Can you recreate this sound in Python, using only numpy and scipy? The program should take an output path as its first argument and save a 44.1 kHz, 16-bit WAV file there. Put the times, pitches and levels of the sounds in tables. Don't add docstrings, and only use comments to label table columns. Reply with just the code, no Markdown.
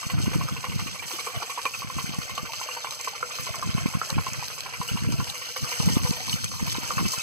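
import sys
import numpy as np
from scipy import signal
from scipy.fft import rfft, irfft
from scipy.io import wavfile
from scipy.ndimage import uniform_filter1d

SR = 44100
rng = np.random.default_rng(int(sys.argv[2]) if len(sys.argv) > 2 else 0)


def wav_record(signal):
    frames = np.transpose(np.atleast_2d(signal))
    bounded = np.clip(frames, -1, 1)
    quanta = np.round(bounded * 32767).astype(np.int16)
    wavfile.write(sys.argv[1], SR, quanta)


N = 318402
TIME = np.arange(N) / SR
FREQ = np.fft.rfftfreq(N, 1 / SR) + 1e-3



def undb(db):
    return 10 ** (np.asarray(db) / 20)


def unit(x):
    return x / np.sqrt(np.mean(x ** 2))


def curve(rows):
    return np.interp(TIME, *np.transpose(rows))


def colour(x, points):
    hz, db = np.transpose(points)
    gain_db = np.interp(np.log(FREQ), np.log(hz), db)
    return irfft(rfft(x) * undb(gain_db), N)


def ring(x, hz, width_hz):
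    return signal.lfilter(*signal.iirpeak(hz, hz / width_hz, SR), x)


def walk(rate):
    k = max(int(SR / rate), 1)
    steps = np.repeat(rng.standard_normal(N // k + 1), k)
    return 1.22 * uniform_filter1d(steps, k)[:N]


def add(out, s, x):
    i = int(np.clip(s * SR, 0, N - 1))
    out[i:i + len(x)] += x[:N - i]


def patter(rate, spread_db):
    sizes = undb(spread_db * np.minimum(rng.exponential(size=N), 5))
    return (rng.random(N) < rate / SR) * sizes * rng.choice([-1, 1], N)


# (frequency [Hz], level [dB per Hz])
SPLASH_COLOUR = [(1200, -34), (1900, 9.5), (2350, 8), (2550, 0), (2800, 7), (3500, -3), (6000, -7.5),
                 (14000, -14)]
ENTRY_S = .02


def buckets(slap_gain_db=4, splash_gain_db=3.5, note_gain_db=8, rise_s=0.0032, fall_s=0.018,
            hard_db=-36, softening=1.0):
    slaps, notes, burst = np.zeros((3, N))
    t = TIME[:SR // 7]
    for s, db, air_hz, thrown_db, hollow_db, rebound_db in landings():
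        punch_db = np.clip(1.2 * (db + 39.5), 0, 4.5) * np.exp(-np.abs(t - ENTRY_S - .003) / .008)
        impact = slap(air_hz, softening * (hard_db - db), rebound_db)
        add(slaps, s - ENTRY_S, undb(db + punch_db) * impact)
        add(notes, s, undb(hollow_db) * hollow_note())
        add(burst, s, 2 * undb(thrown_db) * (1 - np.exp(-t / rise_s)) * np.exp(-t / fall_s))
    splash = unit(colour(patter(rate=3800, spread_db=2.0), SPLASH_COLOUR))
    return undb(slap_gain_db) * slaps + undb(note_gain_db) * notes + undb(splash_gain_db) * burst * splash


# (time [s], lag [s])
WHEEL_LAG_CURVE = [(0, 0.0075), (1.0, -0.016), (1.65, -0.0037), (2.5, 0.0042), (3.2, -0.0022),
                   (4.0, -0.0018), (4.45, 0.018), (5.15, .012), (5.6, -0.022), (6.1, -0.0055),
                   (7.2, -0.0017)]
# (time [s], level [dB], pitch of the trapped air [Hz], splash level [dB],
# level of the hollow note [dB], rebound against the blow [dB])
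FULL_BUCKETS = [(0.03, -42, 1160, -41, -56, -1), (0.098, -41.5, 1110, -37.5, -47.5, -1),
                (0.332, -39, 1190, -38, -48, -4), (0.41, -39, 1090, -43, -58, -12),
                (0.486, -38.5, 1280, -57, -54, -8), (0.64, -37.5, 1070, -40.5, -55, -12),
                (0.793, -40.5, 1210, -39, -54, -6), (1.107, -41, 1030, -43, -55, -12),
                (1.188, -41.5, 1080, -56, -63, -10), (1.269, -37.5, 1100, -44, -48, -11),
                (1.422, -37.5, 1026, -50, -62, -2), (1.496, -40.5, 1080, -36.5, -58, -2),
                (1.576, -36, 1007, -44, -63, -10), (1.654, -33.5, 1034, -40, -51, -2),
                (1.819, -40, 1110, -45, -66, -6), (1.9, -40.5, 1050, -45, -50.5, -5),
                (1.985, -38, 1070, -38, -63, -8), (2.294, -43, 1030, -40, -70, -6),
                (2.378, -37, 1105, -45, -53, -6), (2.533, -44, 990, -41.5, -69, -1),
                (2.613, -39.5, 1020, -42.5, -62, -6), (2.688, -39.5, 1117, -44, -48.5, -5),
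                (2.766, -39.5, 980, -43, -54, -6), (2.845, -38, 1056, -40, -51, -17),
                (3.074, -36.5, 1097, -39, -47, -6), (3.228, -34, 1390, -50, -42.5, -14),
                (3.386, -41.5, 1165, -41, -48, 0), (3.467, -41, 1085, -44, -56, -9),
                (3.544, -40, 1130, -44, -54, -5), (3.625, -36, 1210, -53, -66, -4),
                (3.779, -40, 1084, -42, -52, -12), (3.858, -42.5, 1080, -42, -66, -2),
                (3.937, -40, 1090, -42.5, -62, -9), (4.015, -34, 1310, -57, -61, -11),
                (4.099, -39.5, 1010, -42.5, -44.5, -8), (4.18, -36.5, 1090, -54, -45.5, 1),
                (4.266, -37, 1014, -40, -68, -14), (4.425, -40, 950, -43.5, -55, -11),
                (4.659, -41, 1010, -44, -66, 0), (4.814, -37, 1050, -44, -47, -3),
                (4.973, -40, 1070, -42, -68, -9), (5.201, -37.5, 1057, -44, -61, -7),
                (5.562, -39, 1120, -37.5, -45.5, -9), (5.643, -39.5, 1190, -61, -51, -12),
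                (5.718, -41, 980, -53, -44.5, -8), (5.799, -41, 1017, -46, -45, -4),
                (5.883, -40, 1000, -38, -43.5, -9), (5.964, -40, 1110, -43, -59, -5),
                (6.05, -39.5, 1050, -40, -42.5, -3), (6.125, -45, 1000, -45, -48.5, -4),
                (6.751, -42, 1090, -48, -47, 0), (6.906, -34.5, 1155, -41, -48, -12),
                (6.981, -33, 1100, -37.5, -58, -8), (7.054, -42, 1140, -38.5, -63, 0),
                (7.135, -39.5, 1060, -44, -50, -10)]
BUCKETS_PER_S, FIRST_BUCKET_S = 12.772, 0.021
SLAP_DB, SLAP_SCATTER_DB = -45.5, 0.5
AIR_HZ, AIR_SCATTER_OCTAVES = 1143, 0.18
SPLASH_DB, SPLASH_SCATTER_DB = -44, 2.5
HOLLOW_DB, REBOUND_DB = -55, -2


def landings():
    even = np.arange(FIRST_BUCKET_S, N / SR, 1 / BUCKETS_PER_S)
    times = even + np.interp(even, *np.transpose(WHEEL_LAG_CURVE))
    fill, pocket, throw = rng.standard_normal((len(times), 3)).T
    level_db = SLAP_DB + SLAP_SCATTER_DB * fill
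    air_hz = AIR_HZ * 2 ** (AIR_SCATTER_OCTAVES * pocket)
    thrown_db = SPLASH_DB + SPLASH_SCATTER_DB * throw
    hollow_db, rebound_db = np.full(len(times), HOLLOW_DB), np.full(len(times), REBOUND_DB)
    rows = np.transpose([times, level_db, air_hz, thrown_db, hollow_db, rebound_db])
    full_times = np.transpose(FULL_BUCKETS)[0]
    light = [row for row in rows if np.abs(full_times - row[0]).min() > .5 / BUCKETS_PER_S]
    return light + list(FULL_BUCKETS)


# (frequency [Hz], width [Hz], level [dB])
BUCKET_RINGS = [(485.5, 50, -8.5), (1109, 87, -5.5), (1398, 180, -6.5), (1620, 170, -26)]


def slap(air_hz, soft_db, rebound_db, air_width_hz=200, entry_s=0.017, collapse_s=0.018, slosh_s=0.025,
         entry_db=-32, collapse_db=-21, slosh_db=-31, land_db=-22, land_s=.002, rebound_s=.01,
         bucket_db=1.5, contact_s=0.00075, detune=0.027, pocket_db=-3, pocket_cycles=24, pocket_glide=.06):
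    t, blow = TIME[:SR // 7] - ENTRY_S, int(ENTRY_S * SR)
    tail, pitch, late, rise = rng.standard_normal(4)
    before = undb(entry_db) * np.exp(-np.abs(t) / entry_s)
    after = undb(collapse_db) * np.exp(-np.abs(t) / collapse_s)
    after += undb(slosh_db) * np.exp(-np.abs(t) / (slosh_s * 1.9 ** tail))
    lumps = np.repeat(rng.exponential(size=len(t) // 200 + 1), 200)
    ragged = uniform_filter1d(lumps, 60)[:len(t)] ** .7
    landing = undb(land_db) * np.exp(-(t / land_s) ** 2)
    push = rng.standard_normal(len(t)) * (landing + ragged * np.where(t < 0, before, after))
    hits = np.zeros(len(t))
    hits[blow] = 1
    hits[blow + int(rebound_s * SR * 1.12 ** late)] = undb(rebound_db)
    push += undb(-soft_db) * ring(hits, air_hz, 1 / contact_s)
    air = ring(ring(push, air_hz, air_width_hz), air_hz, 6.1 * air_width_hz)
    shift = 1 + detune * pitch
    body = sum(undb(db) * ring(ring(push, shift * hz, width), shift * hz, 5 * width)
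               for hz, width, db in BUCKET_RINGS)
    sound = air + undb(bucket_db) * body

    def loudness(x):
        return np.sqrt(np.mean(x[blow:blow + SR // 50] ** 2))

    pocket = bubble(air_hz, pocket_cycles, pocket_glide * rise)
    add(sound, ENTRY_S + .75 / air_hz, 3.5 * undb(pocket_db) * loudness(sound) * pocket)
    return sound / loudness(sound)


HOLLOW_HZ, HOLLOW_S = 489, 0.022


def hollow_note(swell_s=0.0028, detune=.035, bend=0.039):
    t = TIME[:SR // 7]
    pitch, turn = rng.standard_normal(2)
    hz = HOLLOW_HZ * (1 + detune * pitch + bend * turn * (1 - np.exp(-t / HOLLOW_S)))
    level = (1 - np.exp(-t / swell_s)) * np.exp(-t / HOLLOW_S)
    return level * np.sin(2 * np.pi * np.cumsum(hz) / SR)


# (frequency [Hz], level [dB per Hz])
WATER_COLOUR = [(60, 3), (200, -9), (370, -16.5), (480, -5.5), (620, -6), (800, -9.5), (1100, -4.5),
                (1700, 1.5), (2500, 0.5), (3300, -0.5), (3700, -5.5), (4200, 0), (5200, 3.5), (6800, 1.5),
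                (9000, -6.5), (15000, -12)]
# (time [s], level [dB])
CHURN_LEVEL = [(0, -42), (.34, -41), (.88, -45.5), (1.28, -39.5), (1.66, -43.5), (2.27, -41.5),
               (2.45, -43.5), (2.71, -42), (2.81, -45.5), (3.27, -42.5), (3.37, -40), (4.39, -42.5),
               (4.75, -43.5), (4.93, -41), (5.12, -44), (5.3, -42.5), (5.57, -48.5), (5.71, -38),
               (6.07, -40.5), (6.37, -42.5), (6.51, -51.5), (6.64, -41), (7.2, -40.5)]
# (time [s], level [dB])
SPRAY_LEVEL = [(0.0, -37), (0.16, -43.5), (0.22, -37.0), (0.58, -40), (0.88, -38), (0.94, -41.5),
               (1.04, -41.5), (1.08, -34), (1.28, -37.5), (1.36, -38.5), (1.42, -37), (1.48, -38.5),
               (1.62, -38), (1.82, -37.5), (1.86, -44), (2.06, -35), (2.1, -42), (2.23, -39), (2.45, -40.5),
               (2.55, -36.5), (2.87, -42.5), (2.91, -36.5), (3.21, -42.5), (3.31, -40.5), (3.39, -34.5),
               (3.55, -38.5), (3.81, -40.5), (3.87, -38), (3.95, -41.5), (4.05, -35.5), (4.15, -42),
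               (4.29, -38), (4.37, -38.5), (4.49, -36.5), (4.71, -43), (4.85, -36.5), (5.11, -42),
               (5.25, -37.5), (5.53, -38), (5.71, -33), (5.89, -32), (6.01, -36.5), (6.09, -28.5),
               (6.15, -38), (6.29, -33.5), (6.59, -38), (6.7, -32.5), (6.82, -36.5), (7.14, -31),
               (7.2, -34.5)]


def spill(churn_db=-1, spray_db=-1.5, drop_share_db=1, fizz_db=-8, gurgle_db=-5, glug_db=-14,
          lumpy=0.42, lumpy_together=0.11, split_hz=3000):
    drops = unit(patter(rate=3000, spread_db=3.5))
    water = rfft(colour(rng.standard_normal(N) + undb(drop_share_db) * drops, WATER_COLOUR))
    octave = np.clip(np.log2(FREQ / 500), 0, 5)
    lumps = np.zeros(N)
    for k in range(6):
        band = irfft(water * np.maximum(1 - np.abs(octave - k), 0), N)
        lumps += band * (1 - lumpy + lumpy * splats(rate=170, fall_s=0.01))
    low = irfft(rfft(lumps) / (1 + (FREQ / split_hz) ** 4), N)
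    churn_level = curve(CHURN_LEVEL)
    churn = undb(churn_db + churn_level) * unit(low)
    gurgle = undb(gurgle_db + churn_level) * bubbles(
        count=600, low_hz=1302, high_hz=3487, cycles=23.7, spread_db=2.5, glide=0.057)
    gurgle += undb(glug_db + churn_level) * bubbles(
        count=200, low_hz=559.5, high_hz=1402, cycles=18.6, spread_db=2.5, glide=0.118)
    spray = unit(lumps - low) + undb(fizz_db) * bubbles(
        count=3000, low_hz=2414, high_hz=7940, cycles=32.0, spread_db=4.5, glide=0.032)
    together = 1 - lumpy_together + lumpy_together * splats(rate=90, fall_s=0.013)
    return (churn + undb(spray_db + curve(SPRAY_LEVEL)) * spray) * together + gurgle


def splats(rate, fall_s):
    hits = (rng.random(N) < rate / SR) * rng.exponential(size=N)
    swell = signal.lfilter([1], [1, -np.exp(-1 / (fall_s * SR))], hits)
    return swell / swell.mean()


def bubbles(count, low_hz, high_hz, cycles, spread_db, glide):
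    out = np.zeros(N)
    for when, size, strength, life, rise in rng.random((count, 5)):
        loud = undb(spread_db * min(-np.log(1 - strength), 4))
        hz = low_hz * (high_hz / low_hz) ** size
        add(out, when * N / SR, loud * bubble(hz, cycles * (.5 + life), 2 * glide * rise))
    return unit(out)


def bubble(hz, cycles, glide=0.019):
    age = np.arange(int(2 * cycles * SR / hz)) * hz / SR / cycles
    return np.exp(-3 * age) * np.sin(2 * np.pi * cycles * age * (1 + glide * age))


# (time [s], peak level [dB], frequency [Hz])
NEAR_DROPS = [(1.654, -15, 2700), (2.094, -20.5, 2400), (2.145, -24.5, 6500), (2.379, -16, 2860),
              (2.521, -19.5, 2600), (2.533, -23.5, 4630), (2.908, -18.5, 4900), (2.924, -23, 4800),
              (3.011, -19, 6130), (3.556, -24, 6500), (4.102, -15.5, 4400), (4.333, -15, 5900),
              (4.482, -20, 5070), (4.606, -17, 4240), (4.831, -20.5, 6300), (5.243, -24, 4520),
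              (5.299, -18, 4000), (6.107, -17, 4400), (6.206, -23, 4600), (6.295, -15, 4050),
              (6.33, -18, 2600), (6.442, -17, 3240), (6.443, -13.5, 6900), (7.133, -18, 6800)]
# (time [s], level [dB], starting pitch [Hz],
# pitch glide [share, half the rise after one ring time], ring time [s, to fall 26 dB])
LARGE_BUBBLES = [(0.314, -36, 340, .4, 0.024), (0.567, -28, 2630, 0.034, 0.017),
                 (0.994, -23, 2315, 0.016, 0.018), (1.136, -34, 330, .05, 0.024),
                 (1.193, -25, 2190, .02, .021), (1.345, -31, 716, .03, .021), (1.366, -35, 640, .03, 0.025),
                 (1.401, -31, 693, .02, 0.019), (1.662, -18, 2410, .01, .016),
                 (1.738, -21.5, 2670, .01, 0.012), (1.747, -20.5, 2500, .01, 0.01),
                 (2.492, -30.5, 910, .01, 0.038), (2.712, -25, 2770, 0.028, 0.021),
                 (2.869, -26, 2290, .02, .015), (3.129, -40, 760, .1, 0.033), (3.49, -30, 637, .02, 0.018),
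                 (3.868, -26, 2300, 0.023, .014), (4.742, -27, 2300, .02, 0.016),
                 (4.886, -21.5, 2880, 0.024, 0.02), (4.97, -25, 2760, 0.022, .014),
                 (5.293, -35.5, 790, .04, .03), (5.485, -40, 720, .35, 0.022),
                 (5.677, -29, 2550, 0.14, 0.03), (5.828, -35, 826, .02, 0.033),
                 (6.13, -29, 2414, .01, 0.019), (6.167, -34.5, 880, 0.055, .016),
                 (6.328, -19.5, 2950, 0.011, 0.015)]


def near_drops(drop_gain_db=0, decay_s=0.0016, width_share=0.27, plop_gain_db=1, swell_s=0.00088):
    out, t = np.zeros(N), TIME[:SR // 60]
    for s, db, hz in NEAR_DROPS:
        tick = ring(rng.standard_normal(len(t)) * np.exp(-t / decay_s), hz, width_share * hz)
        add(out, s, undb(db + drop_gain_db) * tick / np.abs(tick).max())
    for s, db, hz, glide, ring_s in LARGE_BUBBLES:
        plop = bubble(hz, ring_s * hz, glide)
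        swell = 1 - np.exp(-TIME[:len(plop)] / swell_s)
        add(out, s, undb(db + plop_gain_db) * plop * swell)
    return out


# (frequency [Hz], level [dB per Hz])
RUMBLE_COLOUR = [(20, -10), (50, -7), (80, 3.5), (120, 5), (190, -2.5), (290, -14.5), (400, -22.5),
                 (600, -47), (1500, -78)]
# (time [s], peak level [dB], frequency [Hz])
LARGE_EDDIES = [(0.068, -22, 126), (0.139, -21, 130), (0.174, -21, 140), (0.187, -17, 125),
                (0.203, -21.5, 210), (0.273, -15, 135), (0.28, -15, 196), (0.351, -21, 160),
                (0.359, -13, 150), (0.365, -17.5, 215), (0.526, -20, 121), (0.763, -18, 127),
                (0.863, -25, 184), (1.377, -26.5, 104), (1.848, -26.5, 156), (2.044, -23, 140),
                (2.094, -24.5, 189), (2.188, -19, 151.5), (3.399, -28, 116), (3.508, -26, 108),
                (3.676, -25, 195), (3.694, -20, 129), (3.751, -13.5, 137), (3.782, -22, 170),
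                (3.835, -23.5, 104), (3.86, -12.5, 187), (3.886, -27, 150), (3.953, -15, 132),
                (3.972, -21, 130), (4.129, -23.5, 144), (4.158, -21, 109), (4.169, -17, 188),
                (4.286, -27, 128), (4.804, -21, 135), (4.918, -21, 114), (4.956, -17.5, 142),
                (5.025, -20.5, 129), (5.09, -17.5, 184), (5.105, -17, 135), (5.127, -24, 170),
                (5.142, -17, 140), (5.629, -25.5, 146), (5.803, -15, 143), (5.838, -23, 125),
                (5.903, -18, 190), (5.925, -21, 150), (5.939, -24, 144), (5.97, -10, 205), (6.05, -16, 119),
                (6.096, -17.5, 125), (6.111, -15.5, 164), (6.342, -19.5, 152), (6.628, -15.5, 150),
                (6.785, -22.5, 227), (6.974, -20, 153), (7.004, -20, 150), (7.012, -16, 180),
                (7.028, -23, 240), (7.055, -16, 145), (7.182, -26.5, 122)]


def wind(wind_db=-1.0, flutter_db=4.0, smooth_db=-6, eddy_gain_db=1.5, eddy_cycles=0.52,
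         edge_db=-15, edge_ratio=1.86):
    turbulence = unit(patter(rate=260, spread_db=2.0)) + undb(smooth_db) * rng.standard_normal(N)
    out = gusts() * undb(wind_db + flutter_db * walk(45)) * unit(colour(turbulence, RUMBLE_COLOUR))
    t = TIME[:SR // 20] - 1 / 40

    def swing(hz, phase):
        return np.exp(-(t * hz / eddy_cycles) ** 2) * np.cos(2 * np.pi * (hz * t + phase))

    for (s, db, hz), phase in zip(LARGE_EDDIES, rng.random(len(LARGE_EDDIES))):
        thump = swing(hz, phase) + undb(edge_db) * swing(edge_ratio * hz, phase)
        add(out, s + t[0], undb(db + eddy_gain_db) * thump)
    return out


# (time of the peak [s], length [s], level [dB])
GUST_LIST = [(0.176, 0.18, -30.5), (0.377, 0.16, -24.5), (0.545, .073, -32), (.81, 0.32, -30.5),
             (1.368, 0.042, -38), (2.068, 0.36, -35.5), (2.402, 0.15, -38.5), (3.52, .2, -57),
             (3.795, 0.46, -35.5), (4.175, 0.065, -27.5), (4.366, 0.21, -37.5), (4.68, 0.18, -48),
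             (4.99, 0.4, -36.5), (5.142, .19, -23), (5.635, 0.056, -36), (5.94, 0.24, -28),
             (6.31, 0.33, -34.5), (6.682, 0.43, -33), (7.022, 0.11, -21.5)]
BREEZE_DB = -53.5


def gusts():
    strength = undb(BREEZE_DB)
    for s, length_s, db in GUST_LIST:
        strength = strength + undb(db) * np.exp(-(2 * (TIME - s) / length_s) ** 2)
    return strength


# (time [s], pitch [Hz], level [dB])
BIRD_WHISTLES = [
    [(2.735, 3950, -57), (2.755, 4330, -53), (2.778, 4620, -47), (2.80, 4400, -53), (2.825, 3650, -48),
     (2.87, 3400, -54), (2.90, 3400, -57)],
    [(3.55, 3680, -67), (3.58, 3550, -70), (3.64, 3200, -55), (3.68, 3050, -68)],
]


def bird(bird_gain_db=8, waver=0.0029):
    out = np.zeros(N)
    for whistle in BIRD_WHISTLES:
        s, hz, db = np.transpose(whistle)
        pitch = np.interp(TIME, s, hz) * (1 + waver * walk(200))
        sounding = (TIME > s[0]) * (TIME < s[-1])
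        level = sounding * undb(bird_gain_db + np.interp(TIME, s, db))
        out += level * np.sin(2 * np.pi * np.cumsum(pitch) / SR)
    return out


def stonework(water, wall_s, count=14):
    t = TIME[:SR // 8]
    out = np.zeros(N)
    for k in range(count):
        scatter = rng.standard_normal(len(t)) * np.exp(-t / wall_s)
        share = np.maximum(1 - np.abs(np.linspace(0, count - 1, N) - k), 0)
        out += np.sqrt(share) * signal.oaconvolve(water, scatter / np.linalg.norm(scatter))[:N]
    return out


# (frequency [Hz], level [dB])
BEND_COLOUR = [(450, -3.5), (800, -16.5), (1050, -60), (1400, -10.5), (2200, -82), (6000, -62)]
# (frequency [Hz], level [dB])
STONE_COLOUR = [(500, 0.5), (2500, 2), (6500, -0.5), (11000, 4)]


def scene(wall_db=-10, wall_s=0.0099, lee_wind_db=-19):
    water = buckets() + spill() + near_drops() + bird()
    echoes = colour(stonework(water, wall_s), STONE_COLOUR)
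    shaded = colour(water, BEND_COLOUR) + undb(wall_db) * echoes
    return np.array([shaded + undb(lee_wind_db) * wind(), water + wind()])


# (frequency [Hz], width [Hz], average share eased [0 to 1])
EASED_BANDS = [(786, 190, 0.16), (1705, 400, 0.54), (2720, 310, 0.19)]
PORT_LAG_S = .0005605
TOP_HZ = 15500


def record(dry, ease_wander=0.34):
    other = rfft(dry[::-1]) * np.exp(-2j * np.pi * FREQ * PORT_LAG_S)
    eased = sum(share * np.exp(-((FREQ - hz) / width_hz) ** 2) for hz, width_hz, share in EASED_BANDS)
    fill = np.clip(1 + ease_wander * walk(14), 0, 2) * irfft(other * eased, N)
    stereo = dry - irfft(other, N) + fill
    top_cut = signal.ellip(12, .1, 80, TOP_HZ, fs=SR, output="sos")
    return signal.sosfilt(top_cut, stereo)


dry = scene()
out = record(dry)
wav_record(out)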